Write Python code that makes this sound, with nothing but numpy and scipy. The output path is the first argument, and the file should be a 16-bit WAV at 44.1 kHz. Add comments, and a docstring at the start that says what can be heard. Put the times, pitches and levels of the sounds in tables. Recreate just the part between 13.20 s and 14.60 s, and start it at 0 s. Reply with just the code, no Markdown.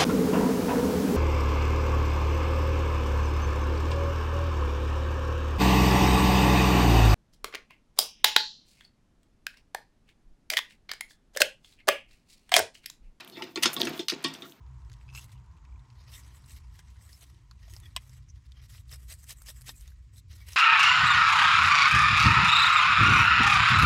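"""A hard-shelled crab in a plastic mesh net is shifted by hand on a hollow plastic lid, close to a phone.
Its knocks excite damped modes: clicks and noise ring the shell, and the lid booms a moment later.
Mesh strands rattle in showers of random clicks; claw tips and knots give ticks of a few cycles.
Dragging is shaped noise (rustle, fizz, lid rumble); scrapes are resonant rubbing, and a wire grid
rings when claws catch it. A faint low outdoor hush lies beneath."""
import sys
import numpy as np
from scipy import signal
from scipy.fft import rfft, irfft
from scipy.io import wavfile
from scipy.ndimage import uniform_filter1d

SR = 44100
rng = np.random.default_rng(int(sys.argv[2]) if len(sys.argv) > 2 else 0)


def dump_mix(stems):
    """Bounce the given channels to the path in sys.argv[1] as a 16-bit WAV at rate SR."""
    frames = np.atleast_2d(stems).T  # one column per channel
    limited = np.clip(frames, -1, 1)  # hard clip at full scale
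    pcm = np.round(limited * 32767).astype(np.int16)
    wavfile.write(sys.argv[1], SR, pcm)


def how_loud(loudness_db):
    """Turn decibels into a plain amplitude multiplier (0 dB gives 1, 20 dB gives 10)."""
    steps = np.asarray(loudness_db, float) / 20
    return 10 ** steps


N = 61739
SPAN = int(0.3 * SR)  # samples in one event

# modes of the hollow lid: mode_hz, level_db, t60_s
LID = [(156.3, -15.5, 0.37), (255, -9, 0.09), (273.5, -10.5, 0.22), (349.4, 6.5, 0.047),
       (406.2, -14.5, 0.26), (499.8, -14.5, 0.13), (660, -12, 0.057), (889, -14.5, 0.15)]
# modes of the crab's shell: mode_hz, level_db, t60_s
SHELL = [(1398, -2, .04), (1892, -2.5, 0.06), (2096, -2.5, 0.016), (2300, -6, 0.083), (2704, -6.5, 0.051),
         (2952, -4.5, 0.041), (3350, -1.5, 0.023), (3616, 1.5, 0.028), (3903, -4, 0.023), (4313, -2, 0.027),
         (4620, -2.5, 0.015), (5100, 0.5, 0.023), (5800, -7.5, 0.037), (6470, -6, 0.0099)]


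def unit(x):
    """Normalisation to an rms value of one."""
    return x / np.sqrt(np.mean(x ** 2) + 1e-30)


def peak(x, db):
    """Normalisation by short-time power: the loudest 4 ms get this rms level."""
    loudest_power = uniform_filter1d(x ** 2, size=176).max()
    return x * how_loud(db) / np.sqrt(loudest_power + 1e-30)


def fade(t60, count=SPAN):
    """Exponential decay, falling 60 dB in t60 seconds."""
    return np.exp(-np.log(1000) * np.arange(count) / SR / max(t60, 1e-4))


def colour(x, table):
    """Spectral shaping: gains in dB interpolated over log frequency."""
    hz = np.fft.rfftfreq(len(x), 1 / SR)
    points = np.array(table)
    gain_db = np.interp(np.log(hz + 1), np.log(points[:, 0]), points[:, 1])
    return irfft(rfft(x) * how_loud(gain_db), len(x))


def band(x, hz, width):
    """Two-pole resonance, its bandwidth a share of the centre frequency."""
    return signal.lfilter(*signal.iirpeak(min(hz, 0.45 * SR), 1 / width, fs=SR), x)


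def clicks(count):
    """Random impulse train: dense contacts of random sign and uneven size."""
    per_s, spread_db, top_db = 4000, 3, 9
    chance, side, size = rng.random((count, 3)).T
    size_db = np.minimum(-spread_db * np.log(1 - size), top_db)
    return (chance < per_s / SR) * np.sign(side - 0.5) * how_loud(size_db)


def ring(x, modes):
    """Modal synthesis: damped sines driven by x; each contact point favours other modes."""
    scatter_db, scatter_share = 3, 0.008  # standard deviations of mode level and frequency
    t = np.arange(SPAN) / SR
    scatter = rng.standard_normal((len(modes), 2))
    body = np.zeros(SPAN)
    for (hz, db, t60), (a, b) in zip(modes, scatter):
        sine = np.sin(2 * np.pi * hz * (1 + scatter_share * b) * t)
        body += how_loud(db + scatter_db * a) * fade(t60) / np.sqrt(t60) * sine
    return signal.fftconvolve(x, body)[:len(x)]


def shell(x):
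    """Modal density: named shell modes plus the many small resonances of mesh and shell between them."""
    diffuse_db, diffuse_t60_s = -1, 0.014
    dense = band(rng.standard_normal(SPAN), 2020, 1.0) * fade(diffuse_t60_s)
    diffuse = unit(signal.fftconvolve(x, dense)[:len(x)])
    return unit(ring(x, SHELL)) + how_loud(diffuse_db) * diffuse


def flicker(db, per_s, count):
    """Random amplitude modulation: slewed random level steps that make a layer uneven."""
    step = int(SR / per_s)
    levels = np.repeat(rng.standard_normal(N // 100), step)[:count]
    return how_loud(db * uniform_filter1d(levels, size=step // 2))


def add(out, s, x):
    """Linear superposition of one event, starting at s seconds."""
    i = max(int(s * SR), 0)
    out[i:i + SPAN] += x[:N - i]


def drag():
    """Friction noise of the dragged net: mesh rustle and fizz over a lid damped by the weight on it."""
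    # course of the dragging: time_s, rustle_db, rumble_db, fizz_db
    course = np.array([(0.0, -50, -61.5, -77), (0.198, -69.5, -52.5, -63.5), (0.276, -53, -53.5, -69),
                       (0.368, -76.5, -67, -63.5), (0.459, -34.5, -38.5, -57), (0.531, -45.5, -56, -54.5),
                       (0.59, -58, -39.5, -55.5), (0.699, -47.5, -38.5, -57.5), (0.781, -48, -47.5, -56.5),
                       (0.86, -90, -73, -74), (0.964, -53, -57, -76), (1.127, -51.5, -50.5, -72),
                       (1.279, -63.5, -55, -62), (1.4, -65.5, -65, -76)])
    # spectrum of the mesh rustle: frequency_hz, level_db (per Hz)
    rustle_tone = [(290, -31), (500, -2.5), (1270, 1), (2060, -3), (2440, -1.5), (4680, -7), (9000, -27.5),
                   (11700, -69), (19800, -120)]
    # spectrum of the fine treble fizz: frequency_hz, level_db (per Hz)
    fizz_tone = [(3530, -25), (6000, -3.5), (10200, -9.5), (14300, -1), (16200, 0), (16500, -48)]
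    t = np.arange(N) / SR
    rustle = unit(colour(rng.standard_normal(N) + 1.4 * unit(clicks(N)), rustle_tone))
    fizz = unit(colour(rng.standard_normal(N) + 1.4 * unit(clicks(N)), fizz_tone))
    fizz = fizz * flicker(2.5, 40, N)  # dB, steps per second
    # the loaded lid rings shorter, with its mode levels drawn together
    loaded_lid = [(hz, 0.81 * db, 0.77 * t60) for hz, db, t60 in LID]
    rumble = unit(ring(rng.standard_normal(N), loaded_lid))
    out = np.zeros(N)
    for layer, level_db in zip((rustle, rumble, fizz), course.T[1:]):
        out += how_loud(np.interp(t, course[:, 0], level_db)) * layer
    return out


def air():
    """Stationary shaped noise: a faint low outdoor hush."""
    # spectrum of the hush: frequency_hz, level_db (per Hz)
    air_tone = [(20, 1), (60, 16), (110, 1), (200, 7), (600, -26), (1200, -59)]
    return how_loud(-61.5) * unit(colour(rng.standard_normal(N), air_tone))


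def rattles():
    """Stick-slip of strands over shell: a shower of clicks, partly ringing the shell."""
    # showers of mesh clicks: start_s, level_db, centre_hz, hold_s, t60_s
    showers = [(.001, -43, 3320, 0.011, 0.039), (0.075, -54, 12200, 0.0058, 1),
               (0.424, -18, 4930, 0.015, 0.2), (0.531, -34, 13300, 0.0066, 0.13),
               (0.591, -51, 8900, 0.0018, 0.036), (0.647, -35, 5100, 0.0082, 0.15),
               (0.688, -46, 14300, 0.008, 0.054), (0.883, -23.5, 4140, 0.029, 0.17),
               (1.026, -56, 10700, 0.0038, 0.045), (1.041, -31, 5070, 0.001, 0.015),
               (1.134, -42.5, 5250, 0.0029, 0.28)]
    rise_s, snap, snap_s = 0.0004, 0.69, 0.023
    strands_db, strands_width = -1, 0.57  # level re the body, bandwidth as a share of the centre
    treble_fade = 0.4  # the strands' treble dies in this share of the time
    t = np.arange(SPAN) / SR
    onset = np.minimum(t / rise_s, 1) * (1 + snap * np.exp(-t / snap_s))  # first strands let go hardest
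    out = np.zeros(N)
    for s, db, hz, hold, t60 in showers:
        env = how_loud(-60 * np.maximum(t - hold, 0) / t60) * onset
        shower = unit(clicks(SPAN)) + rng.standard_normal(SPAN)
        shower = shower * flicker(4, 250, SPAN)  # uneven lumps: dB, steps per second
        # showers centred above 4500 Hz ring the shell less
        body = unit(shell(band(shower * env, hz, 1.0))) * min(4500 / hz, 1) ** 2
        strands = unit(band(shower * env ** (1 / treble_fade), hz, strands_width))
        add(out, s, peak(body + how_loud(strands_db) * strands, db))
    return out


def ticks():
    """Short wave packets: a few cycles at each tick's pitch with a broadband noise edge."""
    # lone ticks of a claw tip or knot: start_s, level_db, pitch_hz, edge_db (broad edge)
    tick_table = [(.0474, -45.5, 3380, -7), (0.0765, -46.5, 3170, -20), (0.099, -45, 3780, -4),
                  (.240, -51, 8500, 1), (0.598, -42, 7000, -14), (0.6124, -31, 4950, -8),
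                  (0.617, -17, 3680, -17), (0.615, -30.5, 5450, -10), (0.778, -40, 3400, -10),
                  (1.083, -48, 8960, 1), (1.150, -40, 3350, -30), (1.286, -59, 3680, -17),
                  (1.297, -54, 5800, -13), (1.322, -47.5, 3300, -14)]
    cycles = 3
    out, t = np.zeros(N), np.arange(SPAN) / SR
    for s, db, hz, edge_db in tick_table:
        n = t * hz / cycles
        edge = how_loud(edge_db) * np.diff(rng.standard_normal(SPAN + 1))  # differencing favours the treble
        packet = (np.sin(2 * np.pi * hz * t) + edge) * n * np.exp(-2 * n ** 2)
        add(out, s, peak(packet, db))
    return out


def scrapes():
    """Friction-driven resonance: rubbing swells and dies, singing in modes near its centre."""
    # slow scrapes of shell along the mesh: start_s, length_s, level_db, strongest_hz
    scrape_table = [(0.116, 0.032, -52.5, 4150), (0.138, 0.049, -48.5, 3870), (.15, 0.051, -47.5, 2270),
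                    (0.184, 0.05, -42, 945), (1.221, 0.054, -49, 1310)]
    width = 0.35  # share of the centre frequency
    out, t = np.zeros(N), np.arange(SPAN) / SR
    for s, length, db, hz in scrape_table:
        rub = unit(clicks(SPAN)) * np.sin(np.pi * np.minimum(t / length, 1))
        song = ring(rub, SHELL + LID)
        song = band(band(song, hz, width), hz, width)
        add(out, s, peak(song, db))
    return out


def knocks():
    """Impact excitation: a crack, a dying clatter through the shell, and the lid booming a moment later."""
    # knocks of shell on the lid: start_s, clack_db, boom_db (re clack), strongest_hz, clatter_t60_s
    knock_table = [(0.170, -45.5, 5, 2340, 0.64), (.222, -31.5, -6.5, 3300, 0.13),
                   (0.3584, -27.5, -11, 3700, 0.073), (.374, -29.5, 0, 2590, 0.12),
                   (0.4566, -17, -12, 5150, 0.083), (.531, -40.5, -15, 1800, .05),
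                   (0.5652, -27, -10.5, 3650, 0.18), (.602, -30.5, -0.5, 4200, 0.24),
                   (0.631, -30, -6.5, 4120, 0.15), (0.671, -28.5, -5.5, 2450, 0.15),
                   (0.7322, -42, -10, 3500, 0.19), (0.7933, -31.5, 1.5, 4100, 0.15),
                   (0.921, -33.5, 1.5, 1130, 0.22), (1.0448, -24.5, -6, 3200, 0.17),
                   (1.2213, -37.5, -7.5, 3260, 0.22)]
    crack_s, boom_rise_s, boom_rub_db = 0.0012, 0.003, -8
    clack_width, clack_broad_db = 0.5, -7  # bandwidth as a share of the centre, unpeaked part
    low_cut = signal.butter(2, 900, "high", fs=SR)
    top_cut = signal.butter(4, 9340, fs=SR, output="sos")
    out, t = np.zeros(N), np.arange(SPAN) / SR
    for s, db, boom_db, hz, t60 in knock_table:
        clatter = unit(clicks(SPAN)) * fade(t60)
        crack = rng.standard_normal(SPAN) * np.exp(-t / crack_s)
        clack = peak(shell(clatter + 3.3 * crack), 0) + peak(crack, 0)
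        clack = signal.sosfilt(top_cut, signal.lfilter(*low_cut, clack))
        clack = band(clack, hz, clack_width) + how_loud(clack_broad_db) * clack
        blow = (t == 0) + how_loud(boom_rub_db) * clatter / 30  # one impulse, then rubbing
        boom = ring(blow, LID) * (1 - np.exp(-t / boom_rise_s)) ** 2
        add(out, s, peak(clack, db) + peak(boom, db + boom_db))
    return out


def wires():
    """Free vibration of wires after a short push of clicks."""
    # claws catching the wire grid that lies on the lid: start_s, level_db
    catches = [(0.359, -42), (0.568, -39.5), (1.047, -34.5), (1.227, -53.5)]
    # modes of the grid: mode_hz, level_db, t60_s
    wire_modes = [(1124, 4, .1), (1865, -7, 0.23), (2255, -11.5, 0.15)]
    out = np.zeros(N)
    for s, db in catches:
        push = clicks(SPAN) * fade(0.023)
        add(out, s, peak(ring(push, wire_modes), db))
    return out


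def scene():
    """Superposition of all sources in one channel."""
    mix = drag() + air() + rattles() + ticks() + scrapes() + knocks() + wires()
    return mix[None]


def roll_off(x):
    """The treble ends steeply here."""
    return signal.sosfilt(signal.butter(12, 16820, fs=SR, output="sos"), x)


def record(dry):
    """Band limiting: the phone trims the deep bass and the very top."""
    bass_cut = signal.butter(4, 115, "high", fs=SR, output="sos")
    top_cut = signal.cheby2(8, 30, 16000, fs=SR, output="sos")
    mix = signal.sosfilt(bass_cut, dry) + how_loud(-19.5) * dry  # some deep bass remains
    mix = signal.sosfilt(top_cut, mix)
    return roll_off(mix)


dry = scene()
out = record(dry)
dump_mix(out)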